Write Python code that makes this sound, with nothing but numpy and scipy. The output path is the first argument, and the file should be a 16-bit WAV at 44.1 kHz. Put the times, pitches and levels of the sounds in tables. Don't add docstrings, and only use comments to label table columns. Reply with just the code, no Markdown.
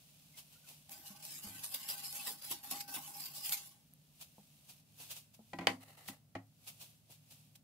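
import sys
import numpy as np
from scipy import signal
from scipy.fft import rfft, irfft, next_fast_len
from scipy.io import wavfile
from scipy.ndimage import map_coordinates

SR = 44100
rng = np.random.default_rng(int(sys.argv[2]) if len(sys.argv) > 2 else 0)


def digitize_waveform(pressure):
    field = np.atleast_2d(pressure).T
    bounded = np.clip(field, -1, 1)
    quanta = np.round(bounded * 32767).astype(np.int16)
    wavfile.write(sys.argv[1], SR, quanta)


N = 336747

# start in seconds, length in seconds,
# relative drag level in dB, glass hum level in dB.
WHISK_TURNS = [(0.888, 0.54, -57.5, -65.5), (1.221, 0.14, -50, -72), (1.419, 0.34, -49.5, -63),
               (1.713, 0.39, -49.5, -62), (2.032, 0.035, -45.5, -67.5), (2.119, 0.15, -45, -61.5),
               (2.413, 0.1, -48.5, -65), (2.628, 0.14, -49.5, -60.5), (2.875, 0.22, -49.5, -58.5),
               (3.138, 0.17, -50, -63.5), (3.334, 0.28, -51.5, -66)]
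TURN_ATTACK_S, TURN_RELEASE_S, TURN_SAG_DB_PER_S = 0.0044, 0.082, 4
GLASS_RELEASE_S = 0.1
WAVER_DB, WAVER_KNOTS_PER_S = 2, 54
# time in seconds, relative level in dB, length in seconds.
WIRE_SCRAPES = [(0.917, -43, 0.021), (1.062, -45, 0.027), (1.639, -36, 0.016), (1.743, -30, 0.01),
                (1.896, -32, 0.022), (2.271, -34.5, 0.026), (2.513, -32, 0.019), (2.712, -32.5, 0.018),
                (2.806, -37, 0.0082), (2.945, -34, 0.021), (3.2, -42.5, 0.022), (3.254, -39.5, 0.014),
                (3.365, -38.5, 0.024), (3.447, -34.5, 0.038), (3.498, -38, 0.032), (3.526, -25.5, 0.015),
                (3.572, -37.5, 0.016)]
SCRAPE_RISE = 0.25
# frequency in Hz, level in dB per Hz.
GRIT_COLOUR = [(200, -38), (600, -12), (1500, -13.5), (2500, -3.5), (4800, -1), (6300, -2), (9000, -0.5),
               (11500, 3.5), (15500, -1.5)]
# pitch in Hz, width in Hz, level in dB.
WIRE_RESONANCES = [(2840, 500, -6.5), (4240, 480, -8.5), (5014, 130, 2), (6900, 210, -11),
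                   (7580, 300, -5.5), (11300, 500, -14)]
# pitch in Hz, width in Hz, level in dB.
GLASS_RESONANCES = [(254, 41, -6), (385, 130, -19), (615, 28, -12), (818, 22, 5), (1108, 78, -9),
                    (1533, 23, 1), (2050, 1600, -26.5)]

# time in seconds, clunk level in dB,
# seconds for the clunk to fall by 60 dB, ring level in dB.
WALL_CLUNKS = [(1.886, -55.5, 0.22, -57.5), (2.266, -47, 0.27, -62), (2.508, -46.5, 0.21, -59.5),
               (2.711, -48.5, 0.34, -56), (2.735, -73, .2, -44.5), (2.96, -41.5, 0.13, -78),
               (3.494, -55, 0.084, -53.5)]
# frequency in Hz, level in dB per Hz.
CLUNK_COLOUR = [(50, -7), (120, -4), (270, 11), (480, -6), (800, 6), (1150, 7), (1500, -10), (2000, 2),
                (3500, -21), (8000, -28)]
# time in seconds, level in dB.
WIRE_CLICKS = [(0.894, -44), (1.251, -37.5), (1.888, -28), (2.127, -37.5), (2.422, -44.5), (2.637, -44),
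               (2.7115, -29.5), (2.880, -46.5), (3.494, -27), (3.523, -23.5), (3.692, -51)]
CLICK_T60_S = 0.014
# time in seconds, relative level in dB, length in seconds, pitch in Hz, glide in Hz per second.
SQUEAK_NOTES = [(0.343, -61, .014, 2180, 0), (0.558, -66.5, 0.017, 1400, 5000),
                (0.642, -65, 0.014, 1465, -6000), (0.674, -62, .012, 2610, -3000),
                (1.894, -36, 0.017, 4880, 0), (2.199, -42.5, 0.011, 2630, 0),
                (2.27, -45.5, 0.0099, 1920, -2000)]
SQUEAK_RISE, SQUEAK_WAVER_HZ = 0.18, 54.9

# time in seconds, relative bubble level in dB.
BUBBLE_LEVEL = [(1.0, -78), (2.0, -61), (2.3, -58), (3.0, -58.5), (3.6, -76)]
BUBBLES_PER_S, BUBBLE_HZ, BUBBLE_OCTAVES = 57, 885, 1.2
BUBBLE_CYCLES, BUBBLE_RISE = 19, 0.048

# time in seconds, relative level in dB, brightness in Hz,
# contact time in seconds (the chatter falls by 60 dB), table thud level in dB,
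# thud damping by the hand (1 = free, more dies sooner), bowl ring level in dB.
TABLE_KNOCKS = [(1.475, -51, 90, 0.021, -42, 0.4, -70), (5.533, -35.5, 1270, 0.04, -43, 1.04, -40),
                (5.587, -33.5, 2030, 0.05, -40.5, 1.04, -43), (5.61, -41, 1000, 0.2, -44, 1.1, -39.5),
                (5.670, -13, 4540, 0.02, -39.5, 0.72, -32), (6.086, -36, 3970, 0.0096, -43, 1.76, -55),
                (6.352, -33, 1100, 0.064, -42, 1.26, -64)]
# pitch in Hz, width in Hz, level in dB.
BOARD_RESONANCES = [(510, 200, 0.5), (643, 91, 6), (800, 100, 6), (1014, 220, 3), (1256, 400, 0.5),
                    (1550, 200, -1.5), (1950, 280, 4), (2480, 350, 2.5), (2955, 400, -1), (3580, 500, -4),
                    (4340, 1000, -5), (6960, 1700, -8.5), (10060, 3000, -10.5)]
# middle pitch in Hz, middle level in dB,
# seconds to fall by 60 dB at a damping of 1.
TABLE_MODES = [(106, -9.5, 0.34), (179.2, -5.5, 0.25), (199.8, -2, 0.15), (267.5, -1, 0.25), (332, 1, 0.13),
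               (394, -12.5, 0.092)]
# pitch in Hz, level in dB, seconds to fall by 60 dB.
BOWL_MODES = [(800, -3, .15), (1004, -5, .13), (1556, -7, .1), (1945, -1, .12), (2520, -5, .1),
              (3160, -7, .09)]
# frequency in Hz, seconds to fall by 60 dB.
KITCHEN_ECHO = [(150, 0.15), (800, 0.22), (3000, 0.15), (12000, 0.25)]

# start in seconds, length in seconds, relative level in dB.
BOARD_PUSHES = [(5.8, 0.13, -62), (5.968, 0.16, -61.5)]
PUSH_ATTACK_S, PUSH_RELEASE_S, PUSH_SAG_DB_PER_S = 0.0085, 0.042, 19.5
JUDDER_DB, JUDDER_KNOTS_PER_S = -3, 110

# time in seconds, level in dB, pitch in Hz.
SOFT_BUMPS = [(1.103, -50.5, 198), (1.445, -47, 204.5), (1.465, -53, 84), (4.382, -54.5, 202),
              (5.393, -53, 219), (5.738, -46, 250)]
BUMP_ATTACK_S, BUMP_T60_S = 0.0013, 0.18
# time in seconds, level in dB.
FINGER_TAPS = [(0.708, -63), (4.381, -57.5), (5.000, -60), (5.390, -58.5), (6.677, -68), (6.823, -64),
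               (7.097, -62.5)]
TAP_T60_S = 0.08
# pitch in Hz, width in Hz, level in dB.
TAP_RESONANCES = [(400, 310, 6), (850, 260, 9)]

# time in seconds, relative level in dB,
# length in seconds.
BRUSHES = [(0.379, -46, 0.02), (0.525, -58, 0.031), (0.685, -50.5, 0.043), (4.214, -45, 0.016),
           (4.695, -50.5, 0.022), (5.004, -47, 0.045), (5.109, -39.5, 0.019), (5.165, -45.5, 0.021),
           (5.343, -55.5, 0.011), (6.083, -39.5, 0.012), (6.678, -43, 0.019), (6.812, -47, 0.026),
           (7.111, -54, 0.029), (7.313, -53, 0.025), (7.556, -52.5, 0.006)]
BRUSH_RISE = 0.31
SWEEP_DB, SWEEP_STRETCH, SWEEP_RISE = -14, 2.8, 0.71
# frequency in Hz, level in dB per Hz.
RUB_COLOUR = [(100, -13), (400, -11), (700, -1.5), (1400, -7), (1900, -7.5), (2600, 4), (4500, 2.5),
              (7000, 1), (12000, 2.5), (15500, 0)]
# time in seconds, relative level in dB.
HISS_LEVEL = [(0, -66), (0.85, -68), (3.85, -76), (4.35, -69.5), (4.8, -68.5), (4.9, -102), (5.5, -69.5),
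              (6.3, -85), (6.9, -67), (7.05, -81.5), (7.4, -67.5), (7.6, -81)]

# frequency in Hz, level in dB per Hz.
DRONE_COLOUR = [(20, -42), (50, -15), (80, -7.5), (115, -8.5), (150, 1), (180, -5.5), (266, -9.5),
                (340, -23.5), (480, -24), (630, -20.5), (950, -30), (1800, -31), (15000, -31)]
# time in seconds, level in dB.
LOW_HUM_LEVEL = [(4.6, -97), (4.9, -72), (7.6, -70.5)]
LOW_HUM_HZ = 108.7

# frequency in Hz, coherence (1 = the same, 0 = unrelated).
CHANNEL_LIKENESS = [(60, 0.46), (150, 0.88), (700, 0.73), (1600, 0.1), (6000, 0)]
TOP_HZ = 15700


def whisk():
    slips = friction(rate=1200, scatter_db=4, smooth=0.9)
    grit = unit(filtered(slips, lambda hz: amp(along(GRIT_COLOUR, hz))))
    grit = shifting(grit, depth_db=2, width_hz=1300, life=0.08)
    wires = unit(filtered(slips, lambda hz: resonances(WIRE_RESONANCES, hz)))
    wires = wandering(wires, share=0.04, rate=14)
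    scrape = amp(-1) * shifting(grit, depth_db=6.2, width_hz=80, life=0.04)
    scrape = scrape + amp(-10) * shifting(wires, depth_db=8.5, width_hz=140, life=0.045)
    drag_power, hum_power = np.zeros(N), np.zeros(N)
    for s, length, drag_db, hum_db in WHISK_TURNS:
        drag = stroke(s, length, TURN_ATTACK_S, TURN_RELEASE_S, TURN_SAG_DB_PER_S)
        hum = stroke(s, length, TURN_ATTACK_S, GLASS_RELEASE_S, TURN_SAG_DB_PER_S)
        drag_power += (amp(drag_db) * drag) ** 2
        hum_power += (amp(hum_db) * hum) ** 2
    uneven = amp(WAVER_DB * wobble(WAVER_KNOTS_PER_S))
    force = np.sqrt(drag_power * uneven ** 2 + swells(WIRE_SCRAPES, SCRAPE_RISE))
    glass = unit(filtered(slips, lambda hz: resonances(GLASS_RESONANCES, hz) / (1 + (hz / 3000) ** 2)))
    glass = shifting(glass, depth_db=6, width_hz=70, life=0.05)
    return amp(2) * force * scrape + np.sqrt(hum_power) * glass


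def clunks():
    out, t = np.zeros((2, N)), np.arange(SR // 2) / SR
    pair = np.sin(2 * np.pi * 813 * t) + 0.14 * np.sin(2 * np.pi * 797 * t)
    for s, db, length, ring_db in WALL_CLUNKS:
        noise = spread(rng.standard_normal((2, len(t))))
        rattle = filtered(noise, lambda hz: amp(along(CLUNK_COLOUR, hz)))
        rattle = unit(shifting(rattle, depth_db=5, width_hz=110, life=0.05)) * amp(db - 60 * t / length)
        ring = pair * amp(ring_db - 60 * t / 0.49)
        out[:, round(s * SR):][:, :len(t)] += (rattle + ring) * (1 - np.exp(-t / 0.0047))
    return out


def clicks():
    return bursts(WIRE_CLICKS, CLICK_T60_S, lambda hz: amp(along(GRIT_COLOUR, hz)))


def squeaks():
    t = np.arange(N) / SR
    waver = np.cumsum(SQUEAK_WAVER_HZ * wobble(160)) / SR
    out = np.zeros(N)
    for s, db, length, hz, glide in SQUEAK_NOTES:
        cycles = hz * t + glide * (t - s) ** 2 / 2 + waver
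        out += np.sqrt(swells([(s, db, length)], SQUEAK_RISE)) * np.sin(2 * np.pi * cycles)
    return out


def tick():
    t = np.maximum(np.arange(N) / SR - 3.937, 0)
    return amp(-44.0 - 60 * t / 0.0058) * np.sin(2 * np.pi * 11500 * t)


def sauce():
    out, t = np.zeros((2, N + SR)), np.arange(SR // 8) / SR
    slop = level(BUBBLE_LEVEL)
    first, last = BUBBLE_LEVEL[0][0], BUBBLE_LEVEL[-1][0]
    draws = rng.random((1000, 4))[:int(BUBBLES_PER_S * (last - first))]
    for when, pitch, loudness, side in draws:
        start = int((first + when * (last - first)) * SR)
        hz = BUBBLE_HZ * 2 ** (BUBBLE_OCTAVES * (2 * pitch - 1))
        u = t * hz / BUBBLE_CYCLES
        ring = np.sin(2 * np.pi * hz * t * (1 + BUBBLE_RISE * u / 2))
        ring = ring * np.exp(-u) * (1 - np.exp(-t / 0.0022))
        gain = slop[start] * amp(28.0 * (loudness - 1.5))
        balance = amp(np.array([[3], [-3]]) * (2 * side - 4.0))
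        out[:, start:start + len(t)] += gain * ring * balance
    return out[:, :N]


def knocks():
    out, t = np.zeros((2, N + SR)), np.arange(SR // 2) / SR
    for s, db, bright_hz, contact, thud_db, damping, ring_db in TABLE_KNOCKS:
        force = spread(rng.standard_normal((2, len(t))) * amp(-60 * t / contact))
        force[:, :5] += 1.9 * np.hanning(7)[1:6]
        wood = filtered(force, lambda hz: resonances(BOARD_RESONANCES, hz) / (1 + 1j * hz / bright_hz))
        wood = wood / np.sqrt(np.mean(wood[:, :SR // 200] ** 2, axis=1, keepdims=True))
        thud, ring = np.zeros(len(t)), np.zeros(len(t))
        for hz, mode_db, t60 in TABLE_MODES:
            gain = amp(mode_db + rng.normal(0, 2) - 60 * t * damping / t60) / (1 + (hz / bright_hz) ** 2)
            thud += gain * np.sin(2 * np.pi * hz * (1 + rng.normal(0, 0.011)) * t)
        for hz, mode_db, t60 in BOWL_MODES:
            gain = amp(ring_db + mode_db - 60 * t / t60) / (1 + (hz / bright_hz) ** 2)
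            ring += gain * np.sin(2 * np.pi * hz * t)
        blow = amp(db - 8.0) * wood * amp([[0.6], [-0.6]])
        thud = amp(thud_db) * thud * (1 - np.exp(-t / 0.0064))
        out[:, round(s * SR):][:, :len(t)] += kitchen(blow, wet_db=-8.0) + ring + thud
    return out[:, :N]


def slide():
    rubbing = friction(rate=1500, scatter_db=2.5, smooth=1)
    push = np.zeros(N)
    for s, length, db in BOARD_PUSHES:
        push += amp(db) * stroke(s, length, PUSH_ATTACK_S, PUSH_RELEASE_S, PUSH_SAG_DB_PER_S)
    judder = amp(JUDDER_DB * wobble(JUDDER_KNOTS_PER_S))
    wood = unit(filtered(rubbing, lambda hz: resonances(BOARD_RESONANCES, hz) / (1 + 1j * hz / 2000)))
    scuff = unit(filtered(rubbing, lambda hz: amp(along(RUB_COLOUR, hz))))
    return push * judder * (amp(-2.5) * wood + scuff)


def bumps():
    t, out = np.arange(N) / SR, np.zeros(N)
    for s, db, hz in SOFT_BUMPS:
        u = np.maximum(t - s, 0)
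        out += amp(db - 60 * u / BUMP_T60_S) * (1 - np.exp(-u / BUMP_ATTACK_S)) * np.sin(2 * np.pi * hz * u)
    return out


def taps():
    return bursts(FINGER_TAPS, TAP_T60_S, lambda hz: resonances(TAP_RESONANCES, hz) / (1 + (hz / 1200) ** 4))


def rustle():
    fibres = friction(rate=1500, scatter_db=3, smooth=2)
    rubbing = unit(filtered(fibres, lambda hz: amp(along(RUB_COLOUR, hz))))
    brushes = swells(BRUSHES, BRUSH_RISE)
    sweeps = amp(SWEEP_DB) ** 2 * swells(BRUSHES, SWEEP_RISE, SWEEP_STRETCH)
    return amp(2.0) * np.sqrt(level(HISS_LEVEL) ** 2 + brushes + sweeps) * rubbing


def drone():
    t = np.arange(N) / SR
    noise = spread(rng.standard_normal((2, N)))
    murmur = unit(filtered(noise, lambda hz: amp(along(DRONE_COLOUR, hz))))
    hum = np.sin(2 * np.pi * 149.5 * t + 0.8 * wobble(15))
    low_hum = np.sin(2 * np.pi * LOW_HUM_HZ * t + wobble(17))
    return amp(-70.0) * murmur + amp(-71 + 1.8 * wobble(47)) * hum + level(LOW_HUM_LEVEL) * low_hum


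def kitchen(x, wet_db):
    hz, t, z = signal.stft(rng.standard_normal((2, SR // 2)), SR, nperseg=256)
    fade = amp(-60 * t / along(KITCHEN_ECHO, hz)[:, None])
    tail = spread(signal.istft(z * fade, SR, nperseg=256)[1])
    tail = np.pad(tail / np.linalg.norm(tail[0]), ((0, 0), (SR // 200, 0)))
    return x + amp(wet_db) * signal.fftconvolve(x, tail, axes=1)[:, :x.shape[1]]


def friction(rate, scatter_db, smooth):
    size = amp(scatter_db * np.minimum(rng.exponential(size=N), 3))
    slips = (rng.random(N) < rate / SR) * size
    pressure = signal.lfilter([1], [1, -np.exp(-3000 / SR)], slips ** 2)
    return spread(np.sqrt(pressure / pressure.mean() + smooth) * rng.standard_normal((2, N)))


def stroke(s, length, attack, release, sag_db):
    t = np.arange(2 * SR) / SR
    gain = (1 - np.exp(-t / attack)) * amp(-sag_db * t) * np.exp(-np.maximum(t - length, 0) / release)
    return np.pad(gain, (round(s * SR), N))[:N]


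def swells(rows, rise_share, stretch=1):
    power = np.zeros(N)
    for s, db, length in rows:
        span = np.arange(max(0, int(s * SR) - SR // 2), min(N, int(s * SR) + SR // 2))
        u = (span / SR - s) / (length * stretch)
        power[span] += (amp(db) * np.exp(-np.logaddexp(-u / rise_share, u))) ** 2
    return power


def bursts(rows, t60, response):
    out, t = np.zeros((2, N + SR)), np.arange(SR // 4) / SR
    for s, db in rows:
        noise = unit(filtered(spread(rng.standard_normal((2, len(t)))), response))
        out[:, round(s * SR):][:, :len(t)] += noise * amp(db - 60 * t / t60) * (1 - np.exp(-t * 5000))
    return out[:, :N]


def shifting(x, depth_db, width_hz, life):
    hz, t, z = signal.stft(x, SR, nperseg=1024)
    knots = rng.standard_normal(size=(250, 250))
    grid = np.meshgrid(hz / width_hz, t / life, indexing="ij")
    field = map_coordinates(knots, grid, order=1, mode="wrap")
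    gain = amp(depth_db * np.minimum(unit(field), 1.5))
    return signal.istft(z * unit(gain), SR, nperseg=1024)[1][:, :x.shape[1]]


def wandering(x, share, rate):
    position = np.arange(N) + np.cumsum(share * wobble(rate))
    return np.array([map_coordinates(channel, [position], mode="mirror") for channel in x])


def spread(pair):
    def mix(hz):
        angle = np.arccos(np.clip(along(CHANNEL_LIKENESS, hz), -1, 1)) / 2
        return np.array([np.cos(angle), np.sin(angle)])
    mid, side = filtered(pair, mix)
    return np.array([mid + side, mid - side])


def resonances(modes, hz):
    total = 0
    for k, (centre, width, db) in enumerate(modes):
        damping = 1j * hz * width
        total = total + (-1) ** k * amp(db) * damping / (centre * centre - hz * hz + damping)
    return total


def filtered(x, response):
    n = x.shape[-1]
    m = next_fast_len(n + SR // 4)
    return irfft(rfft(x, m) * response(np.fft.rfftfreq(m, 1 / SR)), m)[..., :n]


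def wobble(rate):
    knots = rng.standard_normal(int(N * rate / SR) + 4)
    return map_coordinates(knots, [np.arange(N) * rate / SR], order=1)


def level(rows):
    s, db = np.transpose(rows)
    return amp(np.interp(np.arange(N) / SR, s, db, left=-120, right=-120))


def along(points, hz):
    f, v = np.transpose(points)
    return np.interp(np.log(hz + 1), np.log(f + 1), v)


def unit(x):
    return x / np.sqrt(np.mean(x ** 2) + 1e-20)


def amp(db):
    return 10 ** (np.asarray(db) / 20)


def scene():
    stirring = whisk() + clunks() + clicks() + squeaks() + tick() + sauce()
    handling = knocks() + slide() + bumps() + taps() + rustle()
    return stirring + handling + drone()


def record(dry):
    return filtered(dry, lambda hz: hz < TOP_HZ)


dry = scene()
out = record(dry)
digitize_waveform(out)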